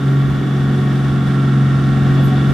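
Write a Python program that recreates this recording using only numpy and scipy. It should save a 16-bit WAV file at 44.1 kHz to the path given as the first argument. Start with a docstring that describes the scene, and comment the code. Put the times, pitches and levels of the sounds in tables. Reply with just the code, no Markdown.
"""Muddy track: a tracked vehicle crawls toward the microphone, its six-cylinder engine at near-steady revs.
Exhaust: a tone at the firing rate, cycle-locked lines of the uneven cylinders, gas noise puffed by the firings.
Machinery: partly repeating valve-gear noise; gear and fan tones at fixed multiples of the engine cycle.
Tracks: mud hiss and random crackle grains, noise-band scrapes, jittered sine groans and squeaks.
Below them, low-passed noise rumbles unevenly."""
import sys
import numpy as np
from scipy import signal
from scipy.fft import rfft, irfft
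from scipy.io import wavfile
from scipy.ndimage import uniform_filter1d, map_coordinates

SR = 44100
rng = np.random.default_rng(int(sys.argv[2]) if len(sys.argv) > 2 else 0)


def file_out(sig):
    """Save sig as 16-bit WAV at sys.argv[1]."""
    # one column per channel
    cols = np.atleast_2d(sig).T
    # limit, then scale
    lim = np.clip(cols, -1, 1)
    pcm = np.round(lim * 32767).astype(np.int16)
    wavfile.write(sys.argv[1], SR, pcm)


N = 111573
CYLINDERS = 6
LEFT_RIGHT = np.array([[1], [-1]])


def undb(db):
    """Decibels to gain."""
    return 10 ** (np.asarray(db) / 20)


def unit(x):
    """Scale to rms 1."""
    return x / np.sqrt(np.mean(x ** 2))


def curve(rows):
    """Interpolate (time [s], value) rows to every sample."""
    return np.interp(np.arange(N) / SR, *np.array(rows, float).T)


def per_bin(rows):
    """Interpolate (frequency [Hz], level [dB]) rows to every FFT bin, on a log frequency axis."""
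    hz, db = np.array(rows, float).T
    bin_hz = np.arange(N // 2 + 1) * SR / N
    return np.interp(np.log(bin_hz + 1), np.log(hz), db)


def noise():
    """White noise."""
    return rng.standard_normal(N)


def walk(rate_hz):
    """Smooth random control signal of rms 1, redrawn about rate_hz times a second."""
    hold = max(int(SR / rate_hz), 2)
    steps = noise()[np.arange(N) // hold]
    return unit(uniform_filter1d(uniform_filter1d(steps, hold), hold))


def swell(start_s, length_s):
    """Half-sine rise and fall."""
    return np.sin(np.pi * np.clip((np.arange(N) / SR - start_s) / length_s, 0, 1))


# stereo width: (frequency [Hz], side relative to mid [dB])
SIDE_TO_MID = [(30, 3), (80, -3.5), (200, -8), (350, -21), (520, 3), (760, -14), (1300, -8), (2000, -8),
               (3200, -9.5), (4400, -6.5), (5500, -4.5), (6500, -3), (8800, -2), (13000, -7)]
# stereo balance: (frequency [Hz], left relative to right [dB])
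LEFT_TO_RIGHT = [(200, 0.5), (380, -7.5), (690, 5), (1280, -2), (2360, 1.5), (4350, -3.5), (8000, 0),
                 (14800, 0.5)]


def place(mid, side, spectrum):
    """Colour two unrelated signals and spread them left and right; the centre has rms 1."""
    both = rfft(mid) + LEFT_RIGHT * rfft(side) * undb(per_bin(SIDE_TO_MID))
    colour = undb(per_bin(spectrum) + LEFT_RIGHT * per_bin(LEFT_TO_RIGHT) / 2)
    out = irfft(both * colour, N)
    return out / np.std(out.mean(axis=0))


# firing tone: (time [s], level [dB])
BOOM_LEVEL = [(0, -23), (.07, -12.5), (.2, -12.5), (.33, -16.5), (.42, -18.5), (.57, -15), (.8, -15.2),
              (1.05, -15), (1.27, -16), (1.45, -14), (1.62, -12.5), (1.85, -14), (2.19, -12), (2.42, -14.5),
              (2.53, -13)]
# all cylinder lines together, before DRONE_DB: (time [s], level [dB])
DRONE_LEVEL = [(0.02, -22.5), (0.31, -22), (0.32, -24), (0.7, -18), (0.97, -20), (2.49, -17.5), (2.5, -17)]
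# cylinder lines: (multiple of engine cycle rate, relative level [dB])
EXHAUST_LINES = [(2, -37.5), (3, -31), (4, -30), (7, -22.5), (8, -14), (9, -11), (10, -12.5), (12, -12),
                 (13, -22.5), (14, -22.5), (15, -26), (16, -22.5), (17, -31), (18, -31.5), (19, -32),
                 (20, -39), (21, -31), (23, -39.5), (27, -35.5), (32, -34), (34, -32)]
# gas noise: (time [s], level [dB])
GAS_LEVEL = [(0, -29.5), (.15, -27), (.36, -28.5), (.55, -29.5), (.95, -29), (1.4, -32.5), (1.85, -33),
             (2.19, -27.5), (2.4, -30), (2.53, -24.5)]
# gas noise: (frequency [Hz], relative level [dB per Hz])
GAS_SPECTRUM = [(90, -25), (140, -4.5), (200, -1.5), (290, -2.5), (375, 1.5), (420, -8), (560, -16.5),
                (900, -47.5)]
DRONE_DB = -0.67
PIPE_LAG_RAD, PIPE_SPREAD_RAD = .9, .91  # cycle phase delay; phase per squared multiple


def exhaust(turn, waver_db=1.56, boom_waver_db=0.4, puff=0.92):
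    """Firing tone, uneven-cylinder lines delayed and smeared by the pipe, gas puffed at each firing."""
    boom_gain = undb(curve(BOOM_LEVEL) + boom_waver_db * walk(30))
    boom = np.sqrt(2) * np.cos(CYLINDERS * turn) * boom_gain
    lines = 0
    for multiple, db in EXHAUST_LINES:
        phase = multiple * (turn - PIPE_LAG_RAD) - PIPE_SPREAD_RAD * multiple ** 2
        lines = lines + undb(db + waver_db * walk(9)) * np.cos(phase)
    drone = undb(curve(DRONE_LEVEL) + DRONE_DB) * unit(lines)
    gate = 1 + puff * np.cos(CYLINDERS * turn)
    gas = place(noise() * gate, noise() * gate, GAS_SPECTRUM)
    return boom + drone + undb(curve(GAS_LEVEL)) * gas


# clatter and whines, before their own offsets: (time [s], level [dB])
MACHINE_LEVEL = [(0.02, -32), (0.05, -33), (0.07, -31.5), (0.41, -31.5), (1.44, -31), (2.5, -29.5)]
# clatter: (frequency [Hz], relative level [dB per Hz])
CLATTER_SPECTRUM = [(350, -10), (480, -4), (580, -3.5), (760, 4.5), (860, -4), (1000, -4.5), (1200, 0.5),
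                    (1450, 2.5), (1760, -4), (1850, 0.5), (1980, -8.5), (2300, -7), (2470, -16),
                    (2650, -9.5), (2920, -9), (3200, -11), (3520, -9.5), (3760, -10), (3950, -17.5),
                    (5500, -24.5), (7000, -25), (15000, -60)]
CLATTER_DB = -1
CYCLE_POINTS = 1944  # noise values stored per engine cycle


def repeated_noise(turn):
    """One engine cycle of flat-spectrum noise, read again every cycle."""
    random_phases = 2j * np.pi * rng.random(CYCLE_POINTS // 2 + 1)
    one_cycle = irfft(np.exp(random_phases))
    position = turn / (2 * np.pi) * CYCLE_POINTS
    return unit(map_coordinates(one_cycle, [position], mode="grid-wrap"))


def clatter(turn, repeat_share=0.42, cycle_db=0.5, crank_db=0.33, firing_db=0.5, flicker_db=0.41):
    """Valve gear and casing: noise that partly repeats each engine cycle and throbs with the crank."""
    throb_db = cycle_db * np.cos(turn) + crank_db * np.cos(2 * turn)
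    throb_db = throb_db + firing_db * np.cos(CYLINDERS * turn) + flicker_db * walk(20)

    def rattle():
        """Mix repeating and fresh noise by power share, then throb."""
        mix = np.sqrt(repeat_share) * repeated_noise(turn) + np.sqrt(1 - repeat_share) * noise()
        return undb(throb_db) * mix

    return place(rattle(), rattle(), CLATTER_SPECTRUM) * undb(curve(MACHINE_LEVEL) + CLATTER_DB)


# whine frequencies: multiples of engine cycle rate
WHINE_MULTIPLES = [48.75, 52, 60, 74.8, 80.3, 82.2, 99.6, 150.4, 164.5]
# same order: (relative level [dB], left relative to right [dB], left phase lead [rad], throb per cycle [dB])
WHINE_SETTINGS = [(-6, 4, -0.88, 0.9), (-17, -0.5, -0.7, 1.5), (-9, -10.5, -0.61, 5), (-16, -11, 0.6, 2.5),
                  (-18.5, 1, .8, 1.5), (-13.5, 7, .7, 4), (-24, -1, 0, 3), (-17, -9, 0, 1),
                  (-24, -5, .3, 2.5)]
# main gear whine swell: (time [s], added level [dB])
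GEAR_SWELL = [(0, 2), (.2, 0.5), (.4, -5), (.72, -6), (1.1, 0), (1.35, 5), (1.85, 3), (2.25, -1.5),
              (2.47, 2)]
# high whine swell: (time [s], added level [dB])
HIGH_SWELL = [(0, -1), (.45, 2.5), (1.3, 2), (1.75, -2.5), (2.05, -2), (2.2, 4.5), (2.53, -0.5)]
GEAR_MULTIPLE, HIGH_MULTIPLE = 60, 150.4
WHINES_DB = -3.0


def whines(turn, waver_db=1.1, wander_rad=0.38, shake_rad=0.17):
    """Gear and fan tones locked to the engine; each throbs once a cycle, wavering in level and phase."""
    out = 0
    for multiple, (db, pan_db, lead_rad, throb_db) in zip(WHINE_MULTIPLES, WHINE_SETTINGS):
        start_phase = 2 * np.pi * rng.random()
        phase = multiple * turn + start_phase + wander_rad * walk(12.1) + shake_rad * walk(90)
        throb = unit(undb(throb_db * np.cos(turn + 2 * np.pi * rng.random())))
        level_db = db + waver_db * walk(18)
        if multiple == GEAR_MULTIPLE:
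            level_db = level_db + curve(GEAR_SWELL)
        if multiple == HIGH_MULTIPLE:
            level_db = level_db + curve(HIGH_SWELL)
        gain = throb * undb(level_db + LEFT_RIGHT * pan_db / 2)
        out = out + gain * np.cos(phase + LEFT_RIGHT * lead_rad / 2)
    return out * np.sqrt(2) * undb(curve(MACHINE_LEVEL) + WHINES_DB)


# wet mud: (frequency [Hz], relative level [dB per Hz])
MUD_SPECTRUM = [(1500, -1), (4200, 4.5), (5900, 5), (6500, -11), (7700, -2.5), (8200, -4), (8800, 3.5),
                (9700, -8.5), (13000, -13), (15000, -44)]
MUD_DB, CRACKLE_DB, MUD_RISE_DB_PER_S = -50, -57.5, 1.0


def tracks(flicker_db=1.17, grains_per_s=220, scatter_db=5.0):
    """Wet mud hisses (noise) and crackles (random clicks) under the links, louder as they come near."""
    t = np.arange(N) / SR

    def grains():
        """Single-sample clicks of random time, sign and size."""
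        hits = rng.random(N) < grains_per_s / SR
        size = undb(scatter_db * np.minimum(rng.exponential(size=N), 4))
        return hits * np.sign(noise()) * size

    hiss = undb(MUD_DB) * place(noise(), noise(), MUD_SPECTRUM)
    crackle = undb(CRACKLE_DB) * place(grains(), grains(), MUD_SPECTRUM)
    return (hiss + crackle) * undb(MUD_RISE_DB_PER_S * (t - t.mean()) + flicker_db * walk(17))


# link scrapes: (start [s], length [s], centre frequency [Hz], level at swell top [dB])
SCRAPE_EVENTS = [(1.91, .07, 2900, -44), (2.13, 0.11, 2870, -45), (2.16, .07, 650, -34),
                 (2.233, 0.075, 9500, -53), (2.325, 0.11, 3170, -43)]
SCRAPE_OCTAVES = 0.47  # from band centre to -6 dB


def scrapes(rough_db=2):
    """Links grind briefly over stones: swelling noise bands of rough level."""
    out = 0
    for start_s, length_s, hz, db in SCRAPE_EVENTS:
        band = [(hz * 2 ** (SCRAPE_OCTAVES * k), -6 * k ** 2) for k in range(-3, 4)]
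        gain = swell(start_s, length_s) * undb(db + rough_db * walk(200))
        out = out + place(noise(), noise(), band) * gain
    return out


# groans and squeaks: (start [s], length [s], frequency [Hz], peak level [dB], pitch jitter [Hz])
SQUEAK_EVENTS = [(1.785, .08, 728, -35, 12), (2.228, .046, 12480, -44, 70), (2.272, .022, 11950, -53, 120),
                 (2.285, .02, 12760, -53, 120), (2.29, .1, 748, -29, 12), (2.33, .11, 3500, -42, 30)]


def squeaks():
    """Dry track pins groan and give a thin, broken squeak: swelling sines of jittered pitch."""
    out = 0
    for start_s, length_s, hz, db, jitter_hz in SQUEAK_EVENTS:
        phase = 2 * np.pi * np.cumsum(hz + jitter_hz * walk(500)) / SR
        out = out + undb(db) * swell(start_s, length_s) * np.sin(phase)
    return out


# rumble, before RUMBLE_DB: (time [s], level [dB])
RUMBLE_LEVEL = [(0.02, -38.5), (0.24, -34), (0.3, -27.5), (0.53, -42), (0.56, -34.5), (1.5, -33.5),
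                (1.53, -36.5), (1.66, -31), (1.7, -34), (1.72, -31), (1.91, -32), (2.28, -28), (2.31, -37),
                (2.4, -31), (2.44, -36), (2.5, -25)]
# rumble: (frequency [Hz], relative level [dB per Hz])
RUMBLE_SPECTRUM = [(20, -27), (32, -8), (48, -5.5), (70, 4.5), (95, 3), (130, 0.5), (250, -4), (500, -53)]
RUMBLE_DB = 3.5


def rumble():
    """Low noise of uneven level, wide between left and right."""
    return place(noise(), noise(), RUMBLE_SPECTRUM) * undb(curve(RUMBLE_LEVEL) + RUMBLE_DB)


# engine speed: (time [s], firing rate [Hz])
FIRING_RATE = [(0, 137.2), (.48, 137.1), (.95, 136.25), (1.35, 136.1), (1.52, 135.6), (1.8, 135.9),
               (2.18, 136.15), (2.45, 136.9), (2.53, 136.9)]


def scene():
    """Engine cycle phase drives exhaust, clatter and whines; tracks and rumble run beside it."""
    turn = 2 * np.pi * np.cumsum(curve(FIRING_RATE)) / CYLINDERS / SR
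    engine = exhaust(turn) + clatter(turn) + whines(turn)
    return engine + tracks() + scrapes() + squeaks() + rumble()


TOP_HZ = 14700


def record(dry):
    """The recorder cuts the top: steep elliptic low-pass."""
    low_pass = signal.ellip(8, .2, 70, TOP_HZ, fs=SR, output="sos")
    return signal.sosfilt(low_pass, dry)


dry = scene()
out = record(dry)
file_out(out)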